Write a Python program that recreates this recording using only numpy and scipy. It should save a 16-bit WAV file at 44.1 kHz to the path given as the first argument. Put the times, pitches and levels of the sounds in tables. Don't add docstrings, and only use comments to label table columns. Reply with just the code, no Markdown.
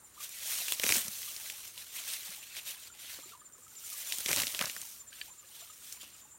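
import sys
import numpy as np
from scipy import signal
from scipy.fft import rfft, irfft
from scipy.io import wavfile
from scipy.ndimage import uniform_filter1d

SR = 44100
rng = np.random.default_rng(int(sys.argv[2]) if len(sys.argv) > 2 else 0)


def put_to_file(sound):
    columns = np.atleast_2d(sound).T
    safe = np.clip(columns, -1, 1)
    whole_steps = np.round(safe * 32767)
    wavfile.write(sys.argv[1], SR, whole_steps.astype(np.int16))


N = 281358
T = np.arange(N) / SR

# frequency_hz, relative_density_db (per Hz)
LEAF_SPECTRUM = [(200, -30), (700, -24), (1500, -14.5), (3000, -5), (4900, -4.5), (5800, 1.5), (7700, -1.5),
                 (9000, 2), (10400, -3.5), (11500, 0), (16000, -3)]


def undb(db):
    return 10 ** (np.asarray(db) / 20)


def unit(x):
    return x / np.sqrt(np.mean(x ** 2))


def colour(x, points):
    hz, db = np.transpose(points)
    bin_hz = np.maximum(np.arange(N // 2 + 1) * SR / N, 1)
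    curve_db = np.interp(np.log(bin_hz), np.log(hz), db)
    return unit(irfft(rfft(x) * undb(curve_db), N))


def ring(x, hz, width_hz):
    hz = min(hz, SR * .45)
    sharpness = hz / min(width_hz, SR / 4)
    b, a = signal.iirpeak(hz, sharpness, fs=SR)
    return signal.lfilter(b, a, x)


def walk(points_per_s):
    count = 8192
    return unit(np.interp(T * points_per_s, np.arange(count), rng.standard_normal(count)))


def clicks(per_s, spread_db):
    size = undb(spread_db * np.minimum(rng.exponential(size=N), 5))
    happens = rng.random(N) < per_s / SR
    return unit(happens * size * rng.choice([-1, 1], N))


def swell(start_s, hold_s, attack_s, release_s):
    rise = np.minimum((T - start_s) / attack_s, 0)
    fall = np.minimum((start_s + hold_s - T) / release_s, 0)
    return np.exp(np.maximum(rise + fall, -40))


def add(out, s, x):
    i = max(int(s * SR), 0)
    out[i:i + len(x)] += x[:max(N - i, 0)]


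def field():
    # frequency_hz, relative_density_db (per Hz)
    hiss_spectrum = [(20, -19), (35, -5), (55, 3), (100, 0.6), (200, -3.8), (500, -6), (800, -10.2),
                     (1200, -3.5), (2000, -9.5), (5000, -28.5), (9000, -15.5), (16000, -10)]
    level_db = -63.5 + .5 * walk(3.2)
    return undb(level_db) * colour(rng.standard_normal(N), hiss_spectrum)


def chirp(hz, length_s):
    t = T[:SR // 10] - 1 / 20
    waver = unit(uniform_filter1d(rng.standard_normal(len(t)), size=60))
    pitch_hz = hz - 2200 * t - 110000 * t ** 2 + 60 * waver
    return np.exp(-(t / length_s) ** 2) * np.sin(2 * np.pi * np.cumsum(pitch_hz) / SR)


def insects():
    # time_s, relative_level_db
    near_level = [(0, -65), (2.7, -58), (3.2, -57.5), (3.6, -51), (4.1, -48), (4.7, -51), (5.1, -52.5),
                  (6.3, -58)]
    # pitch_hz, relative_level_db, chirps_per_s
    neighbours = [(7200, -53.5, 8.6), (7660, -57, 3)]
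    # pitch_hz, width_hz (of each resonance), level_db, bursts_per_s, one_burst_s (its peak)
    chorus = [(9160, 310, -66.5, 4.75, 3.41), (8440, 740, -71, 3, 0.18), (7230, 1400, -65.5, 2.386, 3.27)]
    first_pair_s, pair_every_s, pair_gap_s = .066, .309, .077
    out = np.zeros(N)
    for pair_s in np.arange(first_pair_s, T[-1], pair_every_s):
        db = np.interp(pair_s, *np.transpose(near_level))
        for peak_s in (pair_s, pair_s + pair_gap_s):
            add(out, peak_s - 1 / 20, undb(db + 5.0) * chirp(7206, length_s=0.015))
    for hz, db, rate in neighbours:
        for k, (late, loud) in enumerate(rng.standard_normal((64, 2))):
            add(out, (k + 0.48 * late) / rate, undb(db + 0.95 * loud) * chirp(hz, length_s=0.012))
    for hz, width_hz, db, rate, burst_s in chorus:
        buzz = ring(ring(rng.standard_normal(N), hz, width_hz), hz, width_hz)
        throb_db = 3.3 * np.cos(2 * np.pi * rate * (T - burst_s)) + 2 * walk(25)
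        out += undb(db) * unit(buzz * undb(throb_db))
    return out


def bubble(hz, decay_s):
    t = T[:3000]
    envelope = (1 - np.exp(-t / 0.0011)) * np.exp(-t / decay_s)
    return envelope * np.sin(2 * np.pi * hz * (t + 1.24 * t ** 2))


def bubbles():
    # start_s, starting_pitch_hz, relative_level_db
    clear_bubbles = [(0.177, 1194, -53), (.203, 1150, -51.5), (.968, 227, -44), (1.05, 200, -54),
                     (1.082, 201.4, -50.5), (1.276, 1170, -55), (2.291, 187, -58.5), (2.9, 1380, -58.5),
                     (3.186, 522, -55.5), (3.187, 273, -58), (3.234, 1214, -59), (3.258, 357, -58.5),
                     (3.32, 1340, -55.5), (3.334, 1140, -51.5), (3.35, 990, -55), (3.416, 1204, -56.5),
                     (3.586, 480, -64), (3.665, 1270, -59), (3.92, 1224, -57), (3.94, 1130, -57),
                     (5.122, 1568, -56.5), (5.3, 1004, -59.5), (5.622, 674, -59.5), (5.699, 1234, -56)]
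    out = np.zeros(N)
    for s, hz, db in clear_bubbles:
        add(out, s, undb(db + 8.0) * bubble(hz, decay_s=0.0082))
    for when, pitch, size in rng.random(size=(130, 3)):
        hz = 1230 * 2 ** (1.1 * (pitch - .55))
        add(out, when * T[-1], undb(-61.5 + 8.2 * size ** 2) * bubble(hz, decay_s=0.0089))
    for when, pitch, size in rng.random(size=(55, 3)):
        hz = 200 * 4 ** pitch
        add(out, when * T[-1], undb(-69 + 10 * size ** 2) * bubble(hz, decay_s=0.0085))
    return out


def strokes():
    # full_speed_s, hold_s, attack_s, release_s, relative_level_db,
    # stalk_share_db (the coarser scrape against the leaves)
    hand_strokes = [(0.216, .03, .025, 0.022, -43.5, -6), (0.499, 0.23, 0.13, 0.063, -37, -7.5),
                    (0.912, 0.043, 0.064, 0.059, -28, -10.5), (1.198, 0.025, 0.3, 0.11, -41.5, -11),
                    (1.393, .11, 0.15, 0.066, -42.5, -7), (1.663, 0.032, 0.14, 0.047, -45.5, -7),
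                    (1.786, 0.039, 0.048, 0.063, -46.5, -5.5), (1.955, 0.033, 0.023, 0.042, -41, -6),
                    (2.111, 0.035, 0.078, 0.032, -37.5, -5.5), (2.264, 0.033, 0.051, 0.079, -42.5, -5.5),
                    (2.404, 0.052, 0.11, 0.11, -50, -5), (2.569, 0.017, 0.049, 0.031, -44.5, -2),
                    (2.678, 0.012, 0.033, 0.05, -41, -4.5), (2.841, 0.035, 0.17, 0.014, -51.5, -3.5),
                    (3.023, .02, 0.055, 0.034, -48.5, -3), (3.103, .05, 0.036, 0.066, -45, -3),
                    (3.285, 0.023, 0.023, 0.042, -51.5, -2.5), (3.903, 0.13, 0.153, .06, -45, -13),
                    (4.074, 0.24, 0.098, 0.043, -40.5, -7.5), (4.3, 0.12, 0.04, 0.09, -34.5, -10),
                    (4.542, 0.12, 0.11, 0.094, -40, -7.5), (4.764, 0.15, 0.091, .085, -47, -18),
                    (5.131, 0.1, 0.032, 0.078, -51, -6), (5.5, 0.15, 0.127, .07, -52, -6.5),
                    (5.853, 0.077, 0.1, 0.061, -48.5, -9.5), (6.014, 0.01, 0.024, 0.11, -50.5, -2.5),
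                    (6.183, .025, 0.0087, 0.01, -54, -6.5)]
    sway_db, sway_s = -13, 0.16
    leaf_power, stalk_power = np.zeros(N), np.zeros(N)
    for s, hold_s, attack_s, release_s, db, stalk_db in hand_strokes:
        rub = swell(s, hold_s, attack_s, release_s)
        sway = undb(sway_db) * swell(s, hold_s, attack_s, sway_s)
        power = undb(db) ** 2 * (rub ** 2 + sway ** 2)
        leaf_power += power
        stalk_power += power * undb(stalk_db) ** 2
    return np.sqrt(leaf_power), np.sqrt(stalk_power)


def shimmer(x, depth_db):
    frames = signal.stft(x, nperseg=512)[2]
    across_pitch = uniform_filter1d(rng.standard_normal(frames.shape), size=5, axis=0)
    patches = uniform_filter1d(across_pitch, size=4, axis=1)
    return unit(signal.istft(frames * undb(depth_db * unit(patches)))[1][:N])


def rustle(leaf_rub, stalk_rub):
    # frequency_hz, relative_density_db (per Hz)
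    stalk_spectrum = [(150, -24.5), (450, -17.5), (620, -9), (850, -12.5), (1500, -8), (2200, -2),
                      (3000, 0), (4100, -0.5), (5000, -6.5), (9000, -31.5)]
    grip = undb(1.0 * walk(90) + 1.3 * walk(25))
    leaves = shimmer(colour(clicks(per_s=12000, spread_db=3.0), LEAF_SPECTRUM), depth_db=1.83)
    stalks = shimmer(colour(clicks(per_s=2500, spread_db=-1.5), stalk_spectrum), depth_db=3.0)
    return grip * (undb(-0.52) * leaf_rub * leaves + undb(-1.06) * stalk_rub * stalks)


def crackle(leaf_rub):
    ticks = colour(clicks(per_s=170, spread_db=4.0), LEAF_SPECTRUM)
    return undb(-25.5) * leaf_rub ** 0.75 * ticks


def snap(db, hz, knock_db):
    t = T[:2048]
    fibres = rng.standard_normal(len(t))
    tear_s = np.clip(.0012 * 2 ** ((-21.5 - db) / 7), .0007, .002)
    tail = undb(-19) * np.exp(-t / .006)
    burst = np.tanh(fibres) * (np.exp(-t / tear_s) + tail)
    crack = ring(burst, 5100, 5500)
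    stalk = ring(ring(burst, hz, hz * 0.82), hz, hz * 0.82)
    thud = fibres * np.exp(-t / (tear_s + 0.0052))
    knock = ring(thud, 290, 380) + undb(-5) * ring(thud, 600, 260) + undb(-6) * ring(thud, 1100, 400)
    sound = undb(-5) * unit(crack) + undb(-6.0) * unit(stalk) + undb(knock_db) * unit(knock)
    return undb(db) * sound * np.sqrt(tear_s / t[-1])


def breaking(force, per_s, loud_db, hz, knock_db):
    out = np.zeros(N)
    for k, (when, size, pitch) in enumerate(rng.random(size=(512, 3))):
        s = (k + when) / per_s
        if s < T[-1] and force[int(s * SR)] > undb(-60):
            db = 20 * np.log10(force[int(s * SR)]) + loud_db - 8 * size
            add(out, s, snap(db, hz * 2 ** (1.8 * (pitch - .5)), knock_db))
    return out


def snaps(leaf_rub, tug):
    # start_s, relative_level_db, ring_hz, knock_db (dull knock within the snap)
    thick_stalks = [(.292, -38.5, 9100, -20), (0.587, -37, 6900, -37), (0.6824, -28.5, 2760, -24),
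                    (.722, -22.5, 3080, -20), (0.722, -20.5, 10600, -30), (0.7974, -20.5, 2720, -15.5),
                    (0.8349, -20, 2550, -17), (.839, -16, 2550, -8.5), (0.8647, -17.5, 2570, -12.5),
                    (0.8913, -13.5, 2430, -15), (.902, -20, 2196, -8), (.923, -11, 2550, -17.5),
                    (1.0815, -31, 7200, -36), (1.23, -35.5, 3020, -25.5), (1.364, -35, 5730, -22),
                    (1.5, -32, 3000, -20.5), (1.778, -38, 3320, -19), (2.137, -35.5, 5570, -16),
                    (2.5669, -35, 2700, -40), (2.6783, -42.5, 3200, -19), (3.189, -58, 900, 7),
                    (4.1232, -22.5, 4000, -28), (4.1846, -29, 8460, -16), (4.204, -32, 7850, -12.5),
                    (4.2604, -21, 3270, -15.5), (4.2847, -26, 2400, -15), (4.29, -24, 2600, -5.5),
                    (4.3145, -25, 5700, -16), (4.3302, -15, 2180, -13), (4.3621, -19.5, 6500, -20),
                    (4.372, -26, 4000, -11.5), (4.3829, -24, 2900, -12.5), (4.3907, -29, 3400, -9),
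                    (4.401, -20, 2765, -26), (4.419, -23.5, 4180, -20), (4.434, -25, 2390, -13),
                    (4.469, -24.5, 3470, -16), (4.4788, -32, 3520, -21), (4.5475, -28, 2910, -17),
                    (4.5914, -21, 2665, -26), (4.6114, -19.5, 2680, -10.5), (4.6239, -24.5, 1670, -39),
                    (4.6564, -29, 4740, -33), (4.6974, -30, 2880, -23), (4.7642, -31.5, 1710, -17),
                    (4.816, -34, 7050, -23), (5.925, -34.5, 7440, -33), (6.031, -45, 6900, -5.5)]
    out = np.zeros(N)
    for s, db, hz, knock_db in thick_stalks:
        add(out, s, snap(db, hz, knock_db))
    stems = breaking(leaf_rub, per_s=14, loud_db=2.5, hz=4300, knock_db=-17)
    rootlets = breaking(tug, per_s=55, loud_db=8.5, hz=2740, knock_db=-13)
    return out + stems + rootlets


def tugs():
    # full_force_s, hold_s, relative_level_db
    pulls = [(0.834, 0.012, -47.5), (.902, 0.079, -43), (4.305, .04, -47), (4.362, 0.068, -44.5),
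             (4.537, .02, -51.5), (4.609, 0.067, -47.5), (4.761, .005, -59)]
    return sum(undb(db) * swell(s, hold_s, attack_s=0.008, release_s=0.045) for s, hold_s, db in pulls)


def squelch(tug):
    # frequency_hz, relative_density_db (per Hz)
    mud_spectrum = [(25, -54), (42, -28), (58, 0.5), (100, 1.5), (280, -4.5), (460, -6), (600, 2),
                    (780, -5.5), (1100, -0.5), (1400, 0), (2500, -1), (6000, -33.5)]
    unevenness = undb(-4 + 6.1 * walk(70))
    return tug * unevenness * colour(clicks(per_s=2000, spread_db=1.5), mud_spectrum)


def drops():
    # mode_hz, relative_level_db, t60_s
    leaf_modes = [(1720, -4, 0.038), (1970, -6, 0.019), (2380, 0, 0.019), (2730, 0, .015),
                  (3050, 1.5, 0.022), (3230, 1.5, 0.014), (3920, -2, 0.017), (4550, -3, 0.036)]
    # start_s, peak_level_db
    falls = [(5.128, -39), (5.14, -47), (5.2135, -25.5), (5.2168, -44)]
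    out, tick, t = np.zeros(N), np.zeros(4096), T[:4096]
    for k, (hz, db, t60) in enumerate(leaf_modes):
        sign = (-1) ** k
        tick += sign * undb(db - 60 * t / t60) * np.sin(2 * np.pi * hz * t)
    for s, db in falls:
        add(out, s, undb(db) * tick / abs(tick).max())
    return out


def scene():
    leaf_rub, stalk_rub = strokes()
    tug = tugs()
    hands = rustle(leaf_rub, stalk_rub) + crackle(leaf_rub) + snaps(leaf_rub, tug) + squelch(tug)
    return np.tile(field() + insects() + bubbles() + hands + drops(), (2, 1))


def record(dry):
    bass_cut = signal.butter(4, 42, "high", fs=SR, output="sos")
    top_cut = signal.ellip(12, .1, 80, 15950, fs=SR, output="sos")
    return signal.sosfilt(top_cut, signal.sosfilt(bass_cut, dry))


dry = scene()
out = record(dry)
put_to_file(out)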